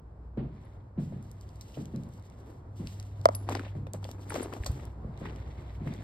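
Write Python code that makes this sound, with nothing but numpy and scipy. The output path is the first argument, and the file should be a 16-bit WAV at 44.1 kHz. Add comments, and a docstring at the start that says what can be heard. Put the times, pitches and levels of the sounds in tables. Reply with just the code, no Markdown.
"""In a small humming room with a wooden floor, someone walks, phone in hand, and picks up a handbag.
Steps thud and boom in the boards: falling tones, board modes and noise bursts that die away.
Clothes and bag rub as streams of tiny grains; small hardware ticks and clinks in short high bursts.
Something hard clacks twice against the phone and rings its body; the bag also taps, squeaks and bumps.
Two hum tones and a wash of air, both wavering, lie behind it all as the walker turns to the door."""
import sys
import numpy as np
from scipy import signal
from scipy.fft import rfft, irfft
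from scipy.io import wavfile

SR = 44100
rng = np.random.default_rng(int(sys.argv[2]) if len(sys.argv) > 2 else 0)


def int16_out(signal):
    """Quantize to a 16-bit WAV file."""
    q = np.round(np.clip(np.atleast_2d(signal).T, -1, 1) * 32767)
    wavfile.write(sys.argv[1], SR, q.astype(np.int16))


N = 266054
TIME = np.arange(N) / SR
RING = TIME[:SR * 3 // 4]  # time axis of one short sound, 0.75 s
PORT_DELAY = .00024  # seconds by which the right microphone port hears the treble later

# In all tables, a fade time is the time to die by 60 dB.
# In all spectra, only the differences between the dB values count: the sound is then set to rms 1.


def amp(db):
    """Decibels to gain."""
    return 10 ** (np.asarray(db) / 20)


def unit(x):
    """Scales each channel to rms 1."""
    return x / np.sqrt(np.mean(x ** 2, axis=-1, keepdims=True) + 1e-30)


def read(points, hz):
    """Reads a spectrum on a log-frequency axis."""
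    f, value = np.transpose(points)
    return np.interp(np.log(hz + 1), np.log(f + 1), value)


def follow(rows):
    """Reads a curve at every sample, with straight lines between its points."""
    return np.interp(TIME, *np.transpose(rows))


def add(mix, s, sound):
    """Mixes a sound in at time s, cut off at the end of the scene."""
    start = max(round(s * SR), 0)
    part = mix[..., start:][..., :sound.shape[-1]]
    part += sound[..., :part.shape[-1]]


def colour(x, points):
    """Gives a signal a spectrum, at rms 1."""
    size = x.shape[-1]
    gain = amp(read(points, np.fft.rfftfreq(size, 1 / SR)))
    return unit(irfft(rfft(x) * gain, size))


def drift(rate_hz):
    """Slow random wandering: noise with nothing above rate_hz, at rms 1."""
    slow = np.fft.rfftfreq(N, 1 / SR) < rate_hz
    return unit(irfft(rfft(rng.standard_normal(N)) * slow, N))


def fade(t60):
    """Dies by 60 dB in t60 seconds."""
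    return np.exp(-np.log(1000) * RING / t60)


def mode(hz, t60, cycles, lag=0):
    """A damped vibration that builds up over a given number of cycles, lag seconds late."""
    t = np.maximum(RING - lag, 0)
    build_up = 1 - np.exp(-(t * hz / cycles) ** 2)
    return np.sin(2 * np.pi * hz * t) * build_up * np.exp(-np.log(1000) * t / t60)


def sag(start_hz, end_hz, settle_s, t60, rise):
    """A damped vibration whose pitch falls and settles."""
    hz = end_hz + (start_hz - end_hz) * np.exp(-RING / settle_s)
    build_up = 1 - np.exp(-(RING / rise) ** 2)
    return np.sin(2 * np.pi * np.cumsum(hz) / SR) * fade(t60) * build_up


def burst(points, t60, rise):
    """Dense vibrations after a blow: fading noise, one draw for each port, of steady total energy."""
    shape = fade(t60) * (1 - np.exp(-RING / rise))
    noise = colour(rng.standard_normal((2, len(RING))), points)
    return unit(noise * shape) * np.sqrt(np.mean(shape ** 2))


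def grains(per_s, spread_db):
    """Sparse clicks of either sign and unequal size, at the same moments in both ports."""
    size = amp(spread_db * np.minimum(rng.exponential(1, N), 4))
    happens = rng.random(N) < per_s / SR
    return size * happens * rng.choice([-1, 1], (2, N))


def room(x, t60, treble_t60):
    """Diffuse tail of a small room: fading noise, with its own fade time above about 3 kHz."""
    noise = rng.standard_normal((2, len(RING)))
    low = signal.sosfilt(signal.butter(2, 3000, fs=SR, output="sos"), noise)
    tail = low * fade(t60) + (noise - low) * fade(treble_t60)
    tail *= RING > .004  # the first reflections need 4 ms
    return signal.fftconvolve(x, unit(tail) / np.sqrt(len(RING)), axes=1)[:, :N]


# How alike the two microphone ports hear.
# Each row: frequency in Hz, likeness from 0 to 1.
PORT_LIKENESS = [(25, 1), (60, 1), (130, 0.99), (290, 0.93), (640, 0.34), (1400, 0.06), (3500, 0.16),
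                 (5000, 1), (6500, 0.83), (15000, 1)]


def ports(x):
    """Both ports share the bass, differ in the middle, and share the treble with a short delay."""
    hz, (left, other) = np.fft.rfftfreq(N, 1 / SR), rfft(x)
    same = np.clip(read(PORT_LIKENESS, hz), 0, 1)
    right = same * left + np.sqrt(1 - same ** 2) * other
    delay = PORT_DELAY * np.clip(hz / 2000 - 1, 0, 1)  # sets in at 2 kHz, full from 4 kHz
    return irfft(np.array([left, right * np.exp(-2j * np.pi * hz * delay)]), N)


# Footfalls. Each row: start in seconds, then relative levels in dB of the boom of the boards,
# the slap of the sole, the click of the heel and the thud, then the thud's starting pitch in Hz.
FOOTFALLS = [(.372, -27.5, -37, -36.5, -25, 535), (0.976, -25.5, -41, -43, -28, 337),
             (1.124, -31.5, -47, -39, -37, 309), (1.772, -30.5, -39.5, -33, -33, 408),
             (1.936, -29, -43, -49, -26.5, 377), (2.795, -37, -43.5, -48, -29, 364),
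             (3.752, -32.5, -46.5, -35.5, -37, 193), (3.94, -46, -71, -32, -37, 308),
             (5.043, -36.5, -56, -42, -36, 405), (5.213, -35.5, -46, -38, -37, 390),
             (5.805, -35, -46, -48, -33, 220), (5.859, -31, -42, -38, -30.5, 360)]
# Ringing floor boards. Each row: usual pitch in Hz, relative level in dB, fade time in seconds.
FLOOR_BOARDS = [(119, -41, .3), (138, 4.5, 0.49), (165.5, -2.5, 0.35), (224.2, -8, 0.82), (256, -7, 0.22),
                (272, -1.5, 0.088), (340, -32, 0.09)]
# Spectra of the boom as the room returns it, of the sole's slap and of the heel's click.
# Each row: frequency in Hz, level in dB per Hz.
BOOM_SPECTRUM = [(60, -5.5), (110, -3.5), (145, 7), (230, 5), (320, -20), (600, -70.5), (1500, -66)]
SLAP_SPECTRUM = [(120, -23), (280, 15), (450, 4), (650, -2), (1000, -12.5), (2000, -19), (4500, -31.5),
                 (7000, -73), (16000, -63)]
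HEEL_SPECTRUM = [(150, -7), (350, 5.5), (560, 18.5), (900, -14), (2000, -14), (3000, -31.5), (15000, -45)]
# The ball of the foot lands after the heel: delay in s, level against the thud in dB, starting pitch in Hz.
BALL_S, BALL_DB, BALL_HZ = .043, -4.5, 266


def footsteps():
    """Heel and ball send falling thuds through the boards, which ring; the room carries boom and slap on."""
    direct, diffuse = np.zeros(N), np.zeros((2, N))
    for s, boom_db, slap_db, heel_db, thud_db, thud_hz in FOOTFALLS:
        thud = sag(thud_hz, end_hz=143.7, settle_s=0.0088, t60=0.11, rise=0.005)
        add(direct, s, amp(thud_db) * thud)
        ball = sag(BALL_HZ, end_hz=136.5, settle_s=0.0099, t60=.14, rise=0.0044)
        add(direct, s + BALL_S, amp(thud_db + BALL_DB) * ball)

        # the pitches differ a little from spot to spot; every other mode starts the opposite way
        spot = 1 + 0.029 * rng.standard_normal(len(FLOOR_BOARDS))
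        boards = np.zeros(len(RING))
        for k, (hz, db, t60) in enumerate(FLOOR_BOARDS):
            boards += (-1) ** k * amp(db) * mode(hz * spot[k], t60, cycles=1.0)
        add(direct, s, amp(boom_db - 8) * boards)

        add(diffuse, s, amp(boom_db - 8.5) * burst(BOOM_SPECTRUM, t60=0.59, rise=0.0054))
        add(diffuse, s, amp(slap_db) * burst(SLAP_SPECTRUM, t60=0.42, rise=0.004))
        add(diffuse, s, amp(heel_db - 2.0) * burst(HEEL_SPECTRUM, t60=.035, rise=.0004))
    return direct + ports(diffuse)


# Hard knocks on the phone. Each row: start in seconds, level in dB,
# tilt of the crack in dB per octave, level in dB of the dull push behind the knock.
HARD_KNOCKS = [(3.2555, -.5, 0, -32), (3.2875, -13.5, -2.2, -31)]
# Phone body. Each row: pitch in Hz, relative level in dB, fade time in seconds,
# delay to the left port in seconds, delay to the right port in seconds.
PHONE_BODY = [(576, 6.5, .0092, .00044, .00038), (671, 4.5, .0205, .00142, .00098),
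              (824, 9, .00745, .00152, .00102), (1093, 5.5, .0071, .00009, .00043)]
# Stiff high modes of the phone's body, excited at first contact. Each row: pitch in Hz,
# relative level in dB, fade time in seconds, extra delay at the right port in seconds.
STIFF_MODES = [(1270, -6, .008, .0002), (2030, -14, .009, .00014), (3200, -15, .006, .00015),
               (4920, -3.5, .0024, 0), (5380, -20.5, .006, .00012), (9270, -1, .0009, .00024),
               (12860, -12.5, .001, .00024)]


def clacks():
    """A hard blow rings the phone's body, each port at its own moment; it buzzes, and the rebound is duller."""
    buzz_spectrum = [(700, -19), (1850, 1), (2900, -22.5), (4500, -7.5), (7300, -9.5), (15000, -21.5)]
    lowest_hz = STIFF_MODES[0][0]
    out = np.zeros((2, N))
    for s, blow_db, dull_db, push_db in HARD_KNOCKS:
        body = np.zeros((2, len(RING)))
        for port in range(len(body)):
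            for hz, db, t60, *delay in PHONE_BODY:
                body[port] += amp(db) * mode(hz, t60, cycles=1.45, lag=delay[port])
            for hz, db, t60, late in STIFF_MODES:
                level_db = db + dull_db * np.log2(hz / lowest_hz)
                body[port] += amp(level_db) * mode(hz, t60, cycles=1.64, lag=PORT_DELAY + port * late)
        buzz = burst(buzz_spectrum, t60=0.026, rise=0.00067)
        push = mode(250, t60=0.052, cycles=0.39)
        add(out, s, amp(blow_db) * (body + amp(-32.5) * buzz) + amp(push_db) * push)
    return out + amp(-30.5) * room(out, t60=0.4, treble_t60=0.078)


# Dull taps of the bag and the hand. Each row: start in seconds, level in dB, nominal pitch in Hz,
# fade time in seconds, level of the grit against the tone in dB.
DULL_TAPS = [(3.4891, -19, 825, .014, -6.5), (3.4969, -34, 1280, 0.011, -13.5),
             (3.501, -28, 584, 0.023, -23), (3.5109, -17, 497, 0.0076, -19),
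             (3.5222, -32.5, 1080, 0.017, 1), (3.5246, -23, 308, 0.033, -16), (3.5502, -28, 1790, .008, -2),
             (3.5525, -24.5, 780, 0.022, -13), (3.5695, -17.5, 386, 0.01, -20.5),
             (3.573, -42, 2170, .014, 3), (3.5944, -27.5, 1560, 0.011, -7.5), (3.596, -30, 283, 0.038, -11),
             (3.665, -40, 663, .026, -6), (3.868, -34, 616, 0.024, -4), (3.945, -34.5, 640, 0.04, -9),
             (4.028, -40.5, 890, 0.019, -6), (4.05, -37.5, 653, 0.032, -2.5), (4.09, -26, 553, 0.0066, -8),
             (4.3043, -31, 1620, 0.016, -7), (4.3214, -29.5, 1010, 0.024, -6), (4.345, -30, 480, 0.022, -6),
             (4.354, -33, 620, 0.022, 0.5), (4.359, -27.5, 620, 0.053, -4.5), (4.397, -34, 900, 0.015, 1),
             (4.406, -26.5, 307, 0.035, -12.5), (4.423, -33, 348, 0.045, -22),
             (4.4567, -30, 390, 0.032, -12), (4.526, -38.5, 1240, 0.042, -5.5),
             (4.536, -25.5, 410, 0.015, -9), (4.566, -43, 770, 0.043, -1), (4.636, -33.5, 2070, 0.013, -9),
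             (4.662, -38, 684, 0.06, 1), (4.797, -47, 1520, 0.029, -2.5), (5.213, -44, 770, 0.015, -7),
             (5.255, -32.5, 1070, 0.015, -11), (5.873, -35, 780, 0.017, -20)]
TAP_LEFT_DB = 3  # how much louder taps are at the left port
TAP_START, TAP_END = 1.38, 0.799  # the pitch sags as the leather gives, in multiples of the nominal pitch


def taps():
    """Damped knocks of leather and fingers: a short hollow tone that sags in pitch, and a gritty puff."""
    puffs, tones = np.zeros((2, N)), np.zeros(N)
    for s, db, hz, t60, grit_db in DULL_TAPS:
        grit = [(100, -20), (hz * 0.5, -4), (hz * 1.1, 0), (hz * 2.1, -11), (15000, -37)]
        add(puffs, s, amp(db + grit_db) * burst(grit, t60, rise=0.0003))
        tone = sag(hz * TAP_START, hz * TAP_END, settle_s=1.28 / hz, t60=t60, rise=.5 / hz)
        add(tones, s, amp(db) * tone)
    tail = amp(-12) * room(puffs + tones, t60=0.11, treble_t60=0.25)
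    balance = amp([[TAP_LEFT_DB / 2], [-TAP_LEFT_DB / 2]])
    return (tones + ports(puffs + tail)) * balance


# Movements that rub clothes and bag. Each row: moment of full speed in seconds, build-up in seconds,
# hold in seconds, fade time in seconds, then relative levels in dB of cloth hiss, sleeve swish and
# leather scrape.
MOVEMENTS = [(0.588, 0.28, 0.16, 0.37, -82, -65.5, -67), (1.016, .04, 1.39, 0.63, -73, -68, -72.5),
             (1.625, .012, 0.19, 0.5, -65.5, -81, -83), (2.49, 0.14, 0.012, 0.62, -72.5, -69, -58),
             (2.871, 0.19, 0.022, 2.4, -63.5, -60, -76), (3.29, 0.022, 0.37, 0.9, -70.5, -78, -58),
             (3.506, 0.059, 0.019, 0.13, -57, -43, -42), (3.549, 0.011, 0.015, 0.26, -64, -45, -40),
             (3.63, 0.059, 0.02, 0.49, -74, -52.5, -57), (4.032, 0.039, 0.75, 0.56, -64.5, -69, -56.5),
             (3.951, 0.02, 0.018, 0.45, -67.5, -72, -57), (4.337, 0.1, 0.089, 0.32, -53, -48, -41.5),
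             (4.527, 0.014, 0.01, 0.22, -71, -60, -44.5), (4.646, 0.15, 0.23, 0.36, -86, -60.5, -59.5),
             (5.24, 0.067, 0.022, 0.73, -81, -51, -48), (5.21, 0.2, 0.41, 5.1, -74.5, -58, -65.5),
             (5.88, 0.057, 0.027, 3.3, -68.5, -56, -54.5)]


def motion(axis):
    """Gain of cloth (0), sleeve (1) or leather (2): each movement builds up, holds its speed and dies away."""
    power = np.zeros(N)
    for s, build, hold, t60, *levels_db in MOVEMENTS:
        attack = np.clip(1 + (TIME - s) / build, 0, 1) ** 2
        release = np.exp(-np.log(1000) * np.maximum(TIME - s - hold, 0) / t60)
        power += (amp(levels_db[axis]) * attack * release) ** 2
    return np.sqrt(power)


# Spectra of the cloth's hiss, the sleeve's swish and the leather's scrape.
# Each row: frequency in Hz, level in dB per Hz.
CLOTH_SPECTRUM = [(500, -20), (1500, -29.5), (2800, 5.5), (4500, 3.5), (6200, 3.5), (8000, 3),
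                  (10500, -5.5), (13500, -2), (15000, -2)]
SLEEVE_SPECTRUM = [(400, 4), (1200, -7), (2000, 5), (2700, -6), (3700, -3.5), (4600, -11), (6300, -16.5),
                   (15000, -56)]
LEATHER_SPECTRUM = [(100, -9), (280, 8.5), (550, -1), (900, -2.5), (1500, -11), (2300, -18), (3500, -48),
                    (6000, -29.5), (15000, -45)]


def rubbing():
    """Cloth fibres hiss in fine grains, sleeves swish; leather sticks and slips, louder at the left port."""
    cloth = colour(grains(per_s=14000, spread_db=4.0), CLOTH_SPECTRUM)
    cloth *= motion(axis=0) * amp(3.25 * drift(rate_hz=16))
    swish = colour(grains(per_s=2500, spread_db=3), SLEEVE_SPECTRUM)
    swish *= motion(axis=1) * amp(-5.0 + 1.94 * drift(rate_hz=29))
    slips = colour(grains(per_s=420, spread_db=1.6), LEATHER_SPECTRUM)
    slips *= motion(axis=2) * amp(1.0 + 1.3 * drift(rate_hz=61))
    return ports(cloth + swish + slips * amp([[2.5], [-2.5]]))


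# A hand's quick brushes over fabric. Each row: start in seconds, level in dB, fade time in seconds.
HAND_BRUSHES = [(0.988, -57.5, 0.38), (2.753, -56.5, 0.47), (2.861, -50.5, 0.27), (4.666, -56, 0.53)]


def brushes():
    """Fabric slides over fabric: hiss that swells quickly and dies away."""
    out = np.zeros((2, N))
    for s, db, t60 in HAND_BRUSHES:
        add(out, s, amp(db) * burst(CLOTH_SPECTRUM, t60, rise=0.025))
    return ports(out)


# Gritty squeaks of soles, straps and boards.
# Each row: start in seconds, level in dB, pitch in Hz, fade time in seconds.
GRITTY_SQUEAKS = [(1.742, -53.5, 2950, 0.075), (2.459, -56, 428, 0.29), (2.5, -50.5, 440, .11),
                  (3.647, -50.5, 2600, .07), (3.679, -53, 2830, 0.068), (4.355, -37, 2340, .025),
                  (4.529, -50.5, 1940, 0.07), (5.255, -42, 1950, 0.075), (5.873, -43, 2120, 0.04),
                  (5.924, -51.5, 2340, .04)]
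# Their band. Each row: multiple of the pitch, level in dB per Hz.
SQUEAK_SPECTRUM = [(.4, -30), (.7, -8), (1, 0), (1.3, -12), (3, -35)]
# Small crinkles of the creasing leather: level in dB against the scrape's and the swish's motion.
CRINKLE_LEATHER_DB, CRINKLE_SWISH_DB = -29.5, -15.5


def squeaks():
    """Short stick-slips around one pitch: a few strong ones, and many small crinkles as the bag moves."""
    out = np.zeros((2, N))
    for s, db, hz, t60 in GRITTY_SQUEAKS:
        band = np.array(SQUEAK_SPECTRUM) * [hz, 1]
        add(out, s, amp(db) * burst(band, t60, rise=0.00043))
    crinkles = np.zeros((2, N))
    for hz in np.geomspace(1150, 3600, num=14):
        ring = mode(hz, t60=.012, cycles=1)
        crinkles += signal.oaconvolve(grains(per_s=44, spread_db=5.5), ring[None], axes=1)[:, :N]
    creasing = amp(CRINKLE_LEATHER_DB) * motion(axis=2) + amp(CRINKLE_SWISH_DB) * motion(axis=1)
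    return ports(out + unit(crinkles) * creasing)


# Soft bumps that shake the phone.
# Each row: start in seconds, level in dB, pitch in Hz, fade time in seconds.
SOFT_BUMPS = [(4.601, -16, 71, 0.061), (4.662, -36, 63, 0.83), (4.696, -5, 84, 0.033),
              (4.719, -35, 131.7, 0.47), (4.871, -22, 84, 0.052), (5.052, -28, 78, 0.076)]


def bumps():
    """Soft pushes on the phone: slow cycles that die away."""
    out = np.zeros(N)
    for s, db, hz, t60 in SOFT_BUMPS:
        add(out, s, amp(db) * mode(hz, t60, cycles=0.53))
    return out


# Sharp ticks of buckles and zip. Each row: start in seconds, level in dB, pitch in Hz.
HARDWARE_TICKS = [(1.2263, -48, 7660), (1.3144, -40.5, 7820), (1.4108, -44, 6460), (1.4907, -48.5, 5870),
                  (1.5581, -52, 6500), (1.6107, -36, 4900), (1.7207, -50, 5500), (1.8556, -40.5, 4930),
                  (1.9608, -41.5, 4800), (2.0352, -45.5, 5500), (2.0894, -53, 7570), (2.1368, -50, 7600),
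                  (2.1971, -55.5, 6550), (2.2246, -54, 5000), (2.266, -58, 6000), (2.2994, -51, 6000),
                  (2.4012, -59, 9000), (2.8716, -31, 3630), (2.999, -35, 4900), (3.027, -43.5, 4720),
                  (3.2134, -44.5, 5070), (3.4893, -44, 4800), (3.4947, -31, 6000), (3.5517, -26.5, 3620),
                  (3.9343, -27, 7200), (4.0429, -31, 3540), (4.1135, -34, 4970), (4.3418, -29, 4930),
                  (4.6454, -37.5, 4100), (4.6608, -29.5, 4640), (4.7166, -35.5, 12700),
                  (4.853, -40.5, 8600), (5.1753, -45.5, 3260), (5.3606, -44, 4440), (5.938, -40.5, 5500)]
# Brighter snaps. Each row: start in seconds, level in dB, fade time in seconds.
BRIGHT_SNAPS = [(1.61, -47.5, 0.063), (3.349, -31.5, 0.012), (4.663, -31, 0.048)]


def ticks():
    """Tiny hard contacts, each a few milliseconds of treble, and snaps; the room rings on after both."""
    snap_spectrum = [(250, -22), (800, -16), (2600, -14), (3500, -8.0), (4500, 1.0), (6200, -3.5),
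                     (8000, -2.0), (11000, -14.5), (16000, -8.0)]
    out = np.zeros((2, N))
    for s, db, hz in HARDWARE_TICKS:
        tone = [(1000, -26), (hz * .4, -15), (hz * .7, -2), (hz * 1.1, 0), (hz * 2.1, -9), (hz * 5, -26)]
        add(out, s, amp(db) * burst(tone, t60=.0065, rise=.0003))
    for s, db, t60 in BRIGHT_SNAPS:
        add(out, s, amp(db) * burst(snap_spectrum, t60, rise=0.00024))
    return ports(out + amp(-12.5) * room(out, t60=0.35, treble_t60=0.18))


# Small metal parts chime. Each row: start in seconds, level in dB, pitch in Hz,
# fade time of the after-ring in seconds, factor that spreads the cluster of modes.
METAL_CLINKS = [(0.649, -63.5, 10630, 0.54, 1), (3.001, -57, 10600, .6, 1), (3.352, -27, 10660, 0.3, 0.92),
                (4.297, -34.5, 9460, .08, 3), (4.429, -33.5, 9650, .07, 3.4)]
# Their cluster of close modes. Each row: distance from the pitch in Hz before spreading, level in dB per Hz.
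METAL_CLUSTER = [(-1300, -49), (-400, -16), (-110, -10.5), (128, 2.5), (380.5, -27), (1690, -41)]


def clinks():
    """Small metal rings: a bright ping of close high modes, a faint shimmer and one mode that sings on."""
    out = np.zeros((2, N))
    for s, db, hz, t60, spread in METAL_CLINKS:
        cluster = np.array(METAL_CLUSTER) * [spread, 1] + [hz, 0]
        ping = burst(cluster, t60=0.036, rise=0.00029)
        shimmer = amp(-29.5) * burst(cluster, t60, rise=0.003)
        add(out, s, amp(db) * (ping + shimmer))
        add(out, s, amp(db - 22.5) * mode(hz + 100, t60, cycles=2.3))
    return ports(out)


# Pitches of the lower and the upper hum tone, in Hz.
HUM_PITCHES = [59.2, 99.5]
# Loudness of the lower and of the upper hum tone along the walk.
# Each row: time in seconds, relative level in dB.
LOW_HUM_LEVEL = [(0, -51.5), (.4, -45), (.85, -66), (1.25, -52), (2.549, -67.5), (3.05, -51.5), (4.35, -57),
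                 (5.5, -43), (6.03, -47.5)]
HIGH_HUM_LEVEL = [(0, -60.5), (1.35, -47), (2.25, -56), (3.3, -38), (3.75, -38.5), (5.1, -52.5),
                  (6.03, -45)]
# Spectrum of the room air. Each row: frequency in Hz, level in dB per Hz.
AIR_SPECTRUM = [(20, -19), (45, -3.5), (75, 3), (130, -2.5), (180, -9.5), (300, -14.5), (500, -17.5),
                (1000, -22), (1600, -33.5), (2800, -49), (6000, -54.5), (15000, -65.5)]


def background():
    """Ventilation: two wavering hum tones, louder in some places of the room, over a low wash of air."""
    hum = np.zeros(N)
    for hz, level in zip(HUM_PITCHES, (LOW_HUM_LEVEL, HIGH_HUM_LEVEL)):
        gain = amp(follow(level) + 2.0 + 1.4 * drift(rate_hz=6))
        hum += gain * np.sin(2 * np.pi * hz * TIME + 0.6 * drift(rate_hz=1.6))
    near_door_db = np.interp(TIME, [0, 1.2, 2.5, 4.3, 5.1, 6], [-2.5, 0.0, 0.5, 1.5, 5.0, 2.5])
    waver_db = 1.1 * drift(rate_hz=10)
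    air = colour(rng.standard_normal((2, N)), AIR_SPECTRUM) * amp(-49 + near_door_db + waver_db)
    return hum + ports(air)


def scene():
    """All sources at the two ports."""
    handling = clacks() + taps() + rubbing() + brushes() + squeaks() + bumps()
    hardware = ticks() + clinks()
    return footsteps() + handling + hardware + background()


def record(dry):
    """The microphones dip a little near 10 kHz and roll off at the top; then full-scale and band limits."""
    response = [(7000, 0.5), (9700, -2), (11500, 1), (13700, -4.0), (15000, -14.0)]  # Hz, dB
    heard = irfft(rfft(dry) * amp(read(response, np.fft.rfftfreq(N, 1 / SR))), N)
    band_limit = signal.firwin(511, 16300, window=("kaiser", 9), fs=SR)  # passes below 16.3 kHz
    return signal.oaconvolve(np.clip(heard, -1, 1), band_limit[None], "same")


dry = scene()
out = record(dry)
int16_out(out)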